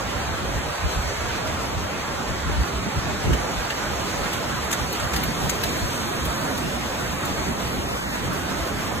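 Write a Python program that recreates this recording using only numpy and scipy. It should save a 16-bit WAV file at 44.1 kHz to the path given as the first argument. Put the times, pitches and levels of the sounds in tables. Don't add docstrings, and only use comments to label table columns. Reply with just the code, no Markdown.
import sys
import numpy as np
from scipy import signal
from scipy.fft import rfft, irfft, next_fast_len
from scipy.io import wavfile
from scipy.ndimage import uniform_filter1d

SR = 44100
rng = np.random.default_rng(int(sys.argv[2]) if len(sys.argv) > 2 else 0)


def voltage_ratio(decibels):
    exponent = np.asarray(decibels, float) / 20
    return 10 ** exponent


def wrap_up_sound(samples):
    columns = np.atleast_2d(samples).T
    tamed = np.clip(columns, -1, 1)
    steps = np.round(tamed * 32767).astype(np.int16)
    wavfile.write(sys.argv[1], SR, steps)


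N = 396893

# time in seconds, shower strength in dB,
# facing into the spray 0-1, left-right shade in dB.
PAN = [(0, -0.5, 0, -3), (.75, 0, 0, -2), (1.3, 3, 0, -4), (1.7, -1, 0.14, -1), (2.4, .5, 0, -3),
       (2.9, 0, 0, -3), (3.5, 2.2, 0.1, -3), (4.25, 2, 0.5, -3), (4.7, 2, 0.6, -3), (5.4, 3.5, 0.92, -1.5),
       (6.1, 2.5, 0.9, -3), (7, .5, 0.87, -2), (7.4, 1, 0.56, -1.5), (7.95, -0.5, 1, -1.5),
       (8.4, 0.5, 0.8, -3.5), (9, -0.5, 0.8, -3)]
# centre in seconds, length in seconds,
# depth in dB.
LULLS = [
    (0.753, 0.16, -5),
    (0.853, 0.053, -5),
    (0.98, 0.1, -4.5),
    (1.16, 0.22, -4),
    (3.417, .08, 0),
    (3.7, .12, -1.5),
    (4.997, 0.12, -3.5),
    (5.1, .06, -5),
    (6.916, .1, -3),
    (7.994, 0.13, -3),
]


def evened(x):
    return x / np.sqrt(np.mean(x ** 2) + 1e-20)


def read(points, hz):
    f, value = np.transpose(points)
    return np.interp(np.log(hz + 1), np.log(f + 1), value, -90, -90)


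def curves(rows, t):
    s, *columns = np.transpose(rows)
    return [np.interp(t, s, c) for c in columns]


def bells(rows, t, order=2):
    s, length = np.transpose(rows)[:2, :, None]
    return np.exp(-abs(2 * (t - s) / length) ** order)


def coloured(x, points):
    size = next_fast_len(x.shape[-1])
    gain = voltage_ratio(read(points, np.fft.rfftfreq(size, 1 / SR)))
    return irfft(rfft(x, size) * gain, size)[..., :x.shape[-1]]


def rain_db(t):
    # level in dB, share of the shower (ratio), rise when facing the spray in dB.
    layers = [
        (-31, 0.38, 0),
        (-39.5, 0.93, 0),
        (-50, 0.62, 4.5),
    ]
    shower_db, facing, _ = curves(PAN, t)
    return [db + share * shower_db + rise_db * facing for db, share, rise_db in layers]


def wash(hz, t):
    # frequency in Hz, level in dB per Hz.
    roar_spectrum = [(150, -12), (300, -5), (500, 0.5), (800, 0), (1300, -2), (1900, -6), (2600, -8),
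                     (4000, -17.5)]
    hiss_spectrum = [(1200, -51), (2000, -33), (3000, -0.5), (4500, 0.5), (6500, -1.5), (8000, -6),
                     (9400, -16.5), (10500, -12)]
    spray_spectrum = [(8000, 4), (9600, -3), (11000, -3.5), (12700, 0), (14000, -6), (15000, -3.5),
                      (15400, -14), (16000, -18)]
    patches = rng.standard_normal((len(t), len(hz))).T
    patches = uniform_filter1d(patches, size=6, axis=0)
    patches = evened(uniform_filter1d(patches, size=24, axis=1))
    flicker = uniform_filter1d(rng.standard_normal(len(t)), size=12)
    flicker = evened(uniform_filter1d(flicker, size=8))
    power = 0
    spectra = (roar_spectrum, hiss_spectrum, spray_spectrum)
    for spectrum, level_db, flicker_db in zip(spectra, rain_db(t), (.3, .7, 1.1)):
        colour = evened(voltage_ratio(read(spectrum, hz)))[:, None]
        power = power + (colour * voltage_ratio(level_db + flicker_db * flicker)) ** 2
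    return np.sqrt(power) * voltage_ratio(1.3 * patches - 20.0)


def whine():
    whine_hz, whine_db = 15332, -58
    return voltage_ratio(whine_db) * np.sin(2 * np.pi * whine_hz * np.arange(N) / SR)


def wind_db():
    # centre in seconds, length in seconds, buffeting in dB, flutter in dB.
    gust_table = [(0.168, 0.039, -29, -50), (0.288, 0.059, -33, -47), (0.396, 0.036, -41, -47),
                  (.48, .05, -41, -43), (0.573, 0.079, -28.5, -46), (.855, 0.052, -22.5, -36.5),
                  (.985, 0.056, -24.5, -52), (1.054, 0.061, -34, -42), (1.33, 0.12, -36, -52),
                  (1.542, 0.04, -43, -37), (2.323, .09, -33, -35), (2.513, 0.18, -26.5, -40),
                  (2.604, 0.061, -20, -44), (2.774, 0.089, -29.5, -34.5), (2.876, 0.041, -40, -29),
                  (2.98, 0.046, -24.5, -38), (3.11, .13, -32.5, -33), (3.305, 0.11, -20.5, -28),
                  (5.048, .07, -30, -45), (5.167, 0.094, -30, -38), (5.266, 0.11, -32, -34.5),
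                  (5.455, 0.078, -28, -31.5), (5.84, 0.049, -26.5, -36), (6.77, 0.079, -36, -51),
                  (7.08, .13, -36, -50), (7.316, 0.068, -34, -34), (7.395, 0.055, -29, -47),
                  (7.499, 0.06, -35, -30), (7.79, 0.041, -30, -36), (8.62, 0.077, -32, -48)]
    # calm level in dB, rise when facing the spray in dB,
    # lumps in dB, share of the lulls (ratio).
    breeze_table = [
        (-36, -2, 3, 0.91),
        (-37, 4.5, 1.5, 1.66),
    ]
    # centre in seconds, length in seconds, level in dB.
    slap_table = [
        (2.501, 0.014, -28),
        (2.605, 0.011, -32),
        (3.278, 0.013, -30),
        (3.304, 0.017, -22),
        (3.348, .016, -25.5),
        (5.19, .016, -31),
        (7.492, .014, -32),
        (7.796, 0.012, -33),
    ]
    tick_s, lump_s = .002, .04
    t = np.arange(0, N / SR, tick_s)
    sample_s = np.arange(N) / SR
    lumps = rng.standard_normal((len(t), 2)).T
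    for _ in range(2):
        lumps = uniform_filter1d(lumps, size=round(lump_s / tick_s))
    lumps = evened(lumps)
    still_db = np.transpose(LULLS)[2] @ bells(LULLS, t)
    facing = curves(PAN, t)[1]
    levels = []
    for row, lump, gust_db in zip(breeze_table, lumps, np.transpose(gust_table)[2:]):
        calm_db, rise_db, lumps_db, share = row
        breeze = voltage_ratio(calm_db + rise_db * facing + lumps_db * lump + share * still_db)
        power = breeze ** 2 + voltage_ratio(gust_db) ** 2 @ bells(gust_table, t, order=3) ** 2
        levels.append(np.interp(sample_s, t, 10 * np.log10(power)))
    slaps = voltage_ratio(np.transpose(slap_table)[2]) @ bells(slap_table, t)
    levels.append(np.interp(sample_s, t, 20 * np.log10(slaps + 1e-5)))
    return levels


def steadied(x, share):
    swell = abs(signal.hilbert(x, next_fast_len(N)))[..., :N]
    return evened(x / (swell + .1) ** share)


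def wind():
    # frequency in Hz, level in dB.
    buffet_spectrum = [(20, -13), (35, -22.5), (50, -1), (70, 0), (100, -5.5), (140, -10), (220, -20)]
    flutter_spectrum = [(80, -12), (130, -2), (190, 0), (280, -3.5), (400, -10.5), (700, -40)]
    slap_spectrum = [(150, -25), (260, -2.5), (380, 1.5), (520, -8.5), (800, -25.5)]
    spectra = (buffet_spectrum, flutter_spectrum, slap_spectrum)
    out = 0
    for spectrum, level_db, calm_db, pan_db in zip(spectra, wind_db(), (-32, -30, -36), (0.3, -2.8, -2.5)):
        noise = evened(coloured(rng.standard_normal((N, 2)).T, spectrum))
        a, b = steadied(noise, 0.56)
        same = 0.82 / (1 + voltage_ratio(level_db - calm_db) ** 2 * 0.35)
        left = a * voltage_ratio(pan_db / 2)
        right = (same * a + np.sqrt(1 - same ** 2) * b) / voltage_ratio(pan_db / 2)
        out = out + np.array([left, right]) * voltage_ratio(level_db) / np.sqrt((1 + same) / 2)
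    return out


def splash(db, tilt_db, t60, ring_hz, chance):
    # frequency in Hz, level in dB.
    splash_spectrum = [(500, -24), (1500, 10.5), (3000, 6), (6500, 0), (9000, -2), (13000, -1),
                       (16000, -10)]
    t = np.arange(len(chance)) / SR
    tipped = [(hz, level + tilt_db * np.log2(hz / 6000)) for hz, level in splash_spectrum]
    burst = evened(coloured(chance, tipped))
    ring = evened(signal.lfilter(*signal.iirpeak(ring_hz, 9, SR), chance))
    swell = (1 - np.exp(-t / 0.0018)) ** 2
    swell = swell * (1 + 1.5 * np.exp(-t / 0.0043))
    return voltage_ratio(db - 60 * t / max(t60, .01)) * swell * (burst + .5 * ring)


def drops():
    # start in seconds, peak in dB, brightness in dB per octave, t60 in seconds, ring in Hz.
    drop_table = [(3.3308, -19.5, -2, 0.068, 3100), (3.7013, -18.5, -4, 0.086, 2950),
                  (4.328, -24, 1.5, 0.12, 3000), (4.6444, -30, 2, 0.06, 3460),
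                  (4.7114, -19.5, 2, 0.061, 7300), (4.7262, -15, 0.1, 0.081, 6750),
                  (4.9248, -25, 12, 0.062, 4220), (4.9963, -21, -3.5, 0.067, 7450),
                  (5.1334, -18, -2, 0.074, 6700), (5.1607, -18.5, 1.5, 0.08, 4540),
                  (5.233, -18.5, -1, 0.074, 13000), (5.4941, -12.5, 1.5, 0.056, 6860),
                  (5.635, -14.5, 1.5, 0.054, 4000), (5.6885, -24.5, -3, 0.06, 6650),
                  (5.8997, -30, 0.1, 0.064, 3290), (6.2506, -23, 7, 0.07, 3080),
                  (6.576, -23, 3.5, 0.059, 4540), (7.2524, -24.5, 8, 0.056, 6960),
                  (7.5994, -35, 10, 0.07, 3070), (8.15, -24.5, -10, 0.1, 6850),
                  (8.3294, -34, 8, 0.07, 3650)]
    length = 8000
    out = np.zeros(N + length)
    chance = rng.standard_normal((len(drop_table), length))
    for (s, db, tilt_db, t60, ring_hz), row in zip(drop_table, chance):
        out[round(s * SR):][:length] += splash(db - 3.5, tilt_db, t60, ring_hz, row)
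    spray_db = rain_db(np.arange(N) / SR)[2]
    for row in rng.standard_normal((6, 2000)):
        sizes = voltage_ratio(1.5 * np.minimum(rng.exponential(1, N), 4))
        hits = sizes * (rng.random(N) < 5.5 / SR)
        droplet = splash(0, -0.55, 0.052, rng.uniform(3000, 13000), row)
        out[:N] += signal.oaconvolve(hits * voltage_ratio(spray_db - 17.0), droplet)[:N]
    return out[:N]


def port_pair(hz):
    # lower edge in Hz, upper edge in Hz, likeness 0-1,
    # lag of the right port in half turns, likeness 0-1 in the gap above.
    locks = [
        (0, 400, .65, -.05, .1),
        (1200, 1500, .55, -.1, .2),
        (4750, 5400, .78, 3, .45),
        (7000, 7500, .7, 4, .47),
        (9050, 9580, .97, 5, .15),
        (11200, 11400, .58, 7, .35),
        (13000, 13700, .64, 8, .25),
        (15200, 16000, .2, 9, .2),
    ]
    lo, hi, like, lag, gap = np.transpose(locks)
    skirt = 40 + 2000 * (1 - like)
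    half = (np.roll(lo, -1) - hi).clip(2) / 2
    down = hi + np.minimum(skirt, half)
    up = hi + 2 * half - np.minimum(np.roll(skirt, -1), half)
    same = np.interp(hz, np.ravel([lo, hi, down, up], "F"), np.ravel([like, like, gap, gap], "F"))
    return same, np.interp(hz, np.ravel([lo, hi], "F"), np.repeat(lag, 2))


def agreement(hz, t, lag):
    # centre in seconds, length in seconds,
    # depth in dB.
    deep_cancels = [(.2, .2, -4), (.63, .28, -6), (1.05, .22, -5), (1.7, .2, -3), (2.03, .15, -4),
                    (2.83, .25, -8), (3.47, .25, -4), (3.85, .2, -4), (4.62, .25, -7), (4.95, .35, -7),
                    (5.2, .1, -7), (5.4, .2, -8), (5.7, .12, -7), (6.0, .45, -10), (6.35, .35, -9),
                    (7.05, .2, -7), (7.5, .3, -9), (7.77, .25, -9), (8.35, .3, -2)]
    opposed_db, aligned_db, facing_db = -8.8, -7, -11.5
    deep_cancels_db = np.transpose(deep_cancels)[2] @ bells(deep_cancels, t)
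    facing = np.clip(curves(PAN, t)[1], 0, 1)
    left_db = np.array([opposed_db + deep_cancels_db, aligned_db + facing_db * facing ** 2])
    left_over = voltage_ratio(.88 * left_db) ** 2
    opposed, aligned = np.log((1 - left_over) / (1 + left_over)) / np.log([[.78], [.7]])
    near_opposed = np.exp(-((hz - 5100) / 550) ** 2)
    near_aligned = (1 + np.cos(np.pi * lag)) / 2 * np.where(hz > 6000, 1, .4)
    usual = port_pair(hz)[0]
    aligned_pull = near_aligned * np.minimum(usual / 0.33, 1) * (aligned - 1)
    return usual ** (1 + near_opposed * (opposed - 1) + aligned_pull)


def ports():
    # time in seconds, share 0-1.
    swing = [
        (4, 0),
        (6.7, .45),
        (7, .25),
        (7.8, .6),
        (7.92, 1),
        (8.08, 1),
        (8.18, .55),
        (8.4, .25),
        (9, .2),
    ]
    # frequency in Hz, likeness 0-1, right lead in half turns.
    along = [(300, .45, .3), (700, .55, .7), (1400, .65, .6), (1900, .3, .8), (2800, .66, 1),
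             (3300, .62, 1.05), (3900, .45, 1.25), (4500, .6, 1.15)]
    size, hop = 512, 128
    hz, t, near = signal.stft(drops(), SR, nperseg=size, noverlap=size - hop)
    hz = hz[:, None]
    _, facing, shade_db = curves(PAN, t)
    a, b, c, d, e = rng.standard_normal((len(t), len(hz), 5)).T
    drift = evened(uniform_filter1d(uniform_filter1d(e[0], size=24), size=16))
    patches = evened(uniform_filter1d(uniform_filter1d(e, size=4, axis=0), size=14, axis=1))

    shift_share = .018 * drift + .05 * facing ** 3 * (hz > 5900)
    seen_hz = hz * (1 + shift_share / (1 + (hz / 8600) ** 16))
    lag = port_pair(seen_hz)[1]
    swung = curves(swing, t)[0] / (1 + (hz / 4700) ** 20) / (1 + (250 / (hz + 1)) ** 2)
    like, lead = curves(along, hz)
    pair = (1 - swung) * agreement(seen_hz, t, lag) * np.exp(-1j * np.pi * lag)
    pair = pair + swung * like * np.exp(1j * np.pi * lead)
    same = abs(pair) ** voltage_ratio(2.6 * patches)
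    shift = np.exp(1j * np.angle(pair))

    lull_db = .9 * np.transpose(LULLS)[2] @ bells(LULLS, t) / (1 + (hz / 450) ** 8)
    far = wash(hz[:, 0], t) * voltage_ratio(lull_db)
    close = np.minimum(same, .45)
    right = far * (same * shift * (a + 1j * b) + np.sqrt(1 - same ** 2) * (c + 1j * d))
    right += close * shift * near
    right += np.sqrt(1 - close ** 2) * abs(near) * np.exp(1j * np.angle(c + 1j * d))
    left = far * (a + 1j * b) + near
    shade = voltage_ratio(shade_db / 2 / (1 + (hz / 2400) ** 4))
    both = np.array([left * shade, right / shade])
    return signal.istft(both, SR, nperseg=size, noverlap=size - hop)[1][:, :N]


def scene():
    return ports() + wind() + whine()


def thinned_stereo(x, under_db, faint_db):
    size, hop = 2048, 1024
    sum_and_difference = np.array([x[0] + x[1], x[0] - x[1]]) / 2
    hz, _, z = signal.stft(sum_and_difference, SR, nperseg=size, noverlap=size - hop)
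    hz = hz[:, None]
    power = uniform_filter1d(abs(z) ** 2, size=14, axis=1)
    band_centre = (np.arange(len(hz)) // 12 * 12 + 6).clip(0, len(hz) - 1)
    held = uniform_filter1d(power, size=2, axis=2)[:, band_centre]
    kept = (held > held[::-1] * voltage_ratio(-2 * under_db)) | (hz < 2300)
    kept &= (abs(z) ** 2 > power * voltage_ratio(2 * faint_db)) | (hz < 400)
    top = power[:, hz[:, 0] > 15100].mean(1)
    loud_top = np.percentile(top, [92, 50], axis=1).diagonal()[:, None]
    kept &= (hz < 15100) | (top > loud_top)[:, None]
    kept &= hz < 15740
    mid, side = signal.istft(z * kept, SR, nperseg=size, noverlap=size - hop)[1][:, :N]
    return np.array([mid + side, mid - side])


def roll_off(x):
    return signal.sosfilt(signal.butter(12, 15800, fs=SR, output="sos"), x)


def record(dry):
    mix = thinned_stereo(dry, under_db=7.5, faint_db=-3)
    return roll_off(mix)


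dry = scene()
out = record(dry)
wrap_up_sound(out)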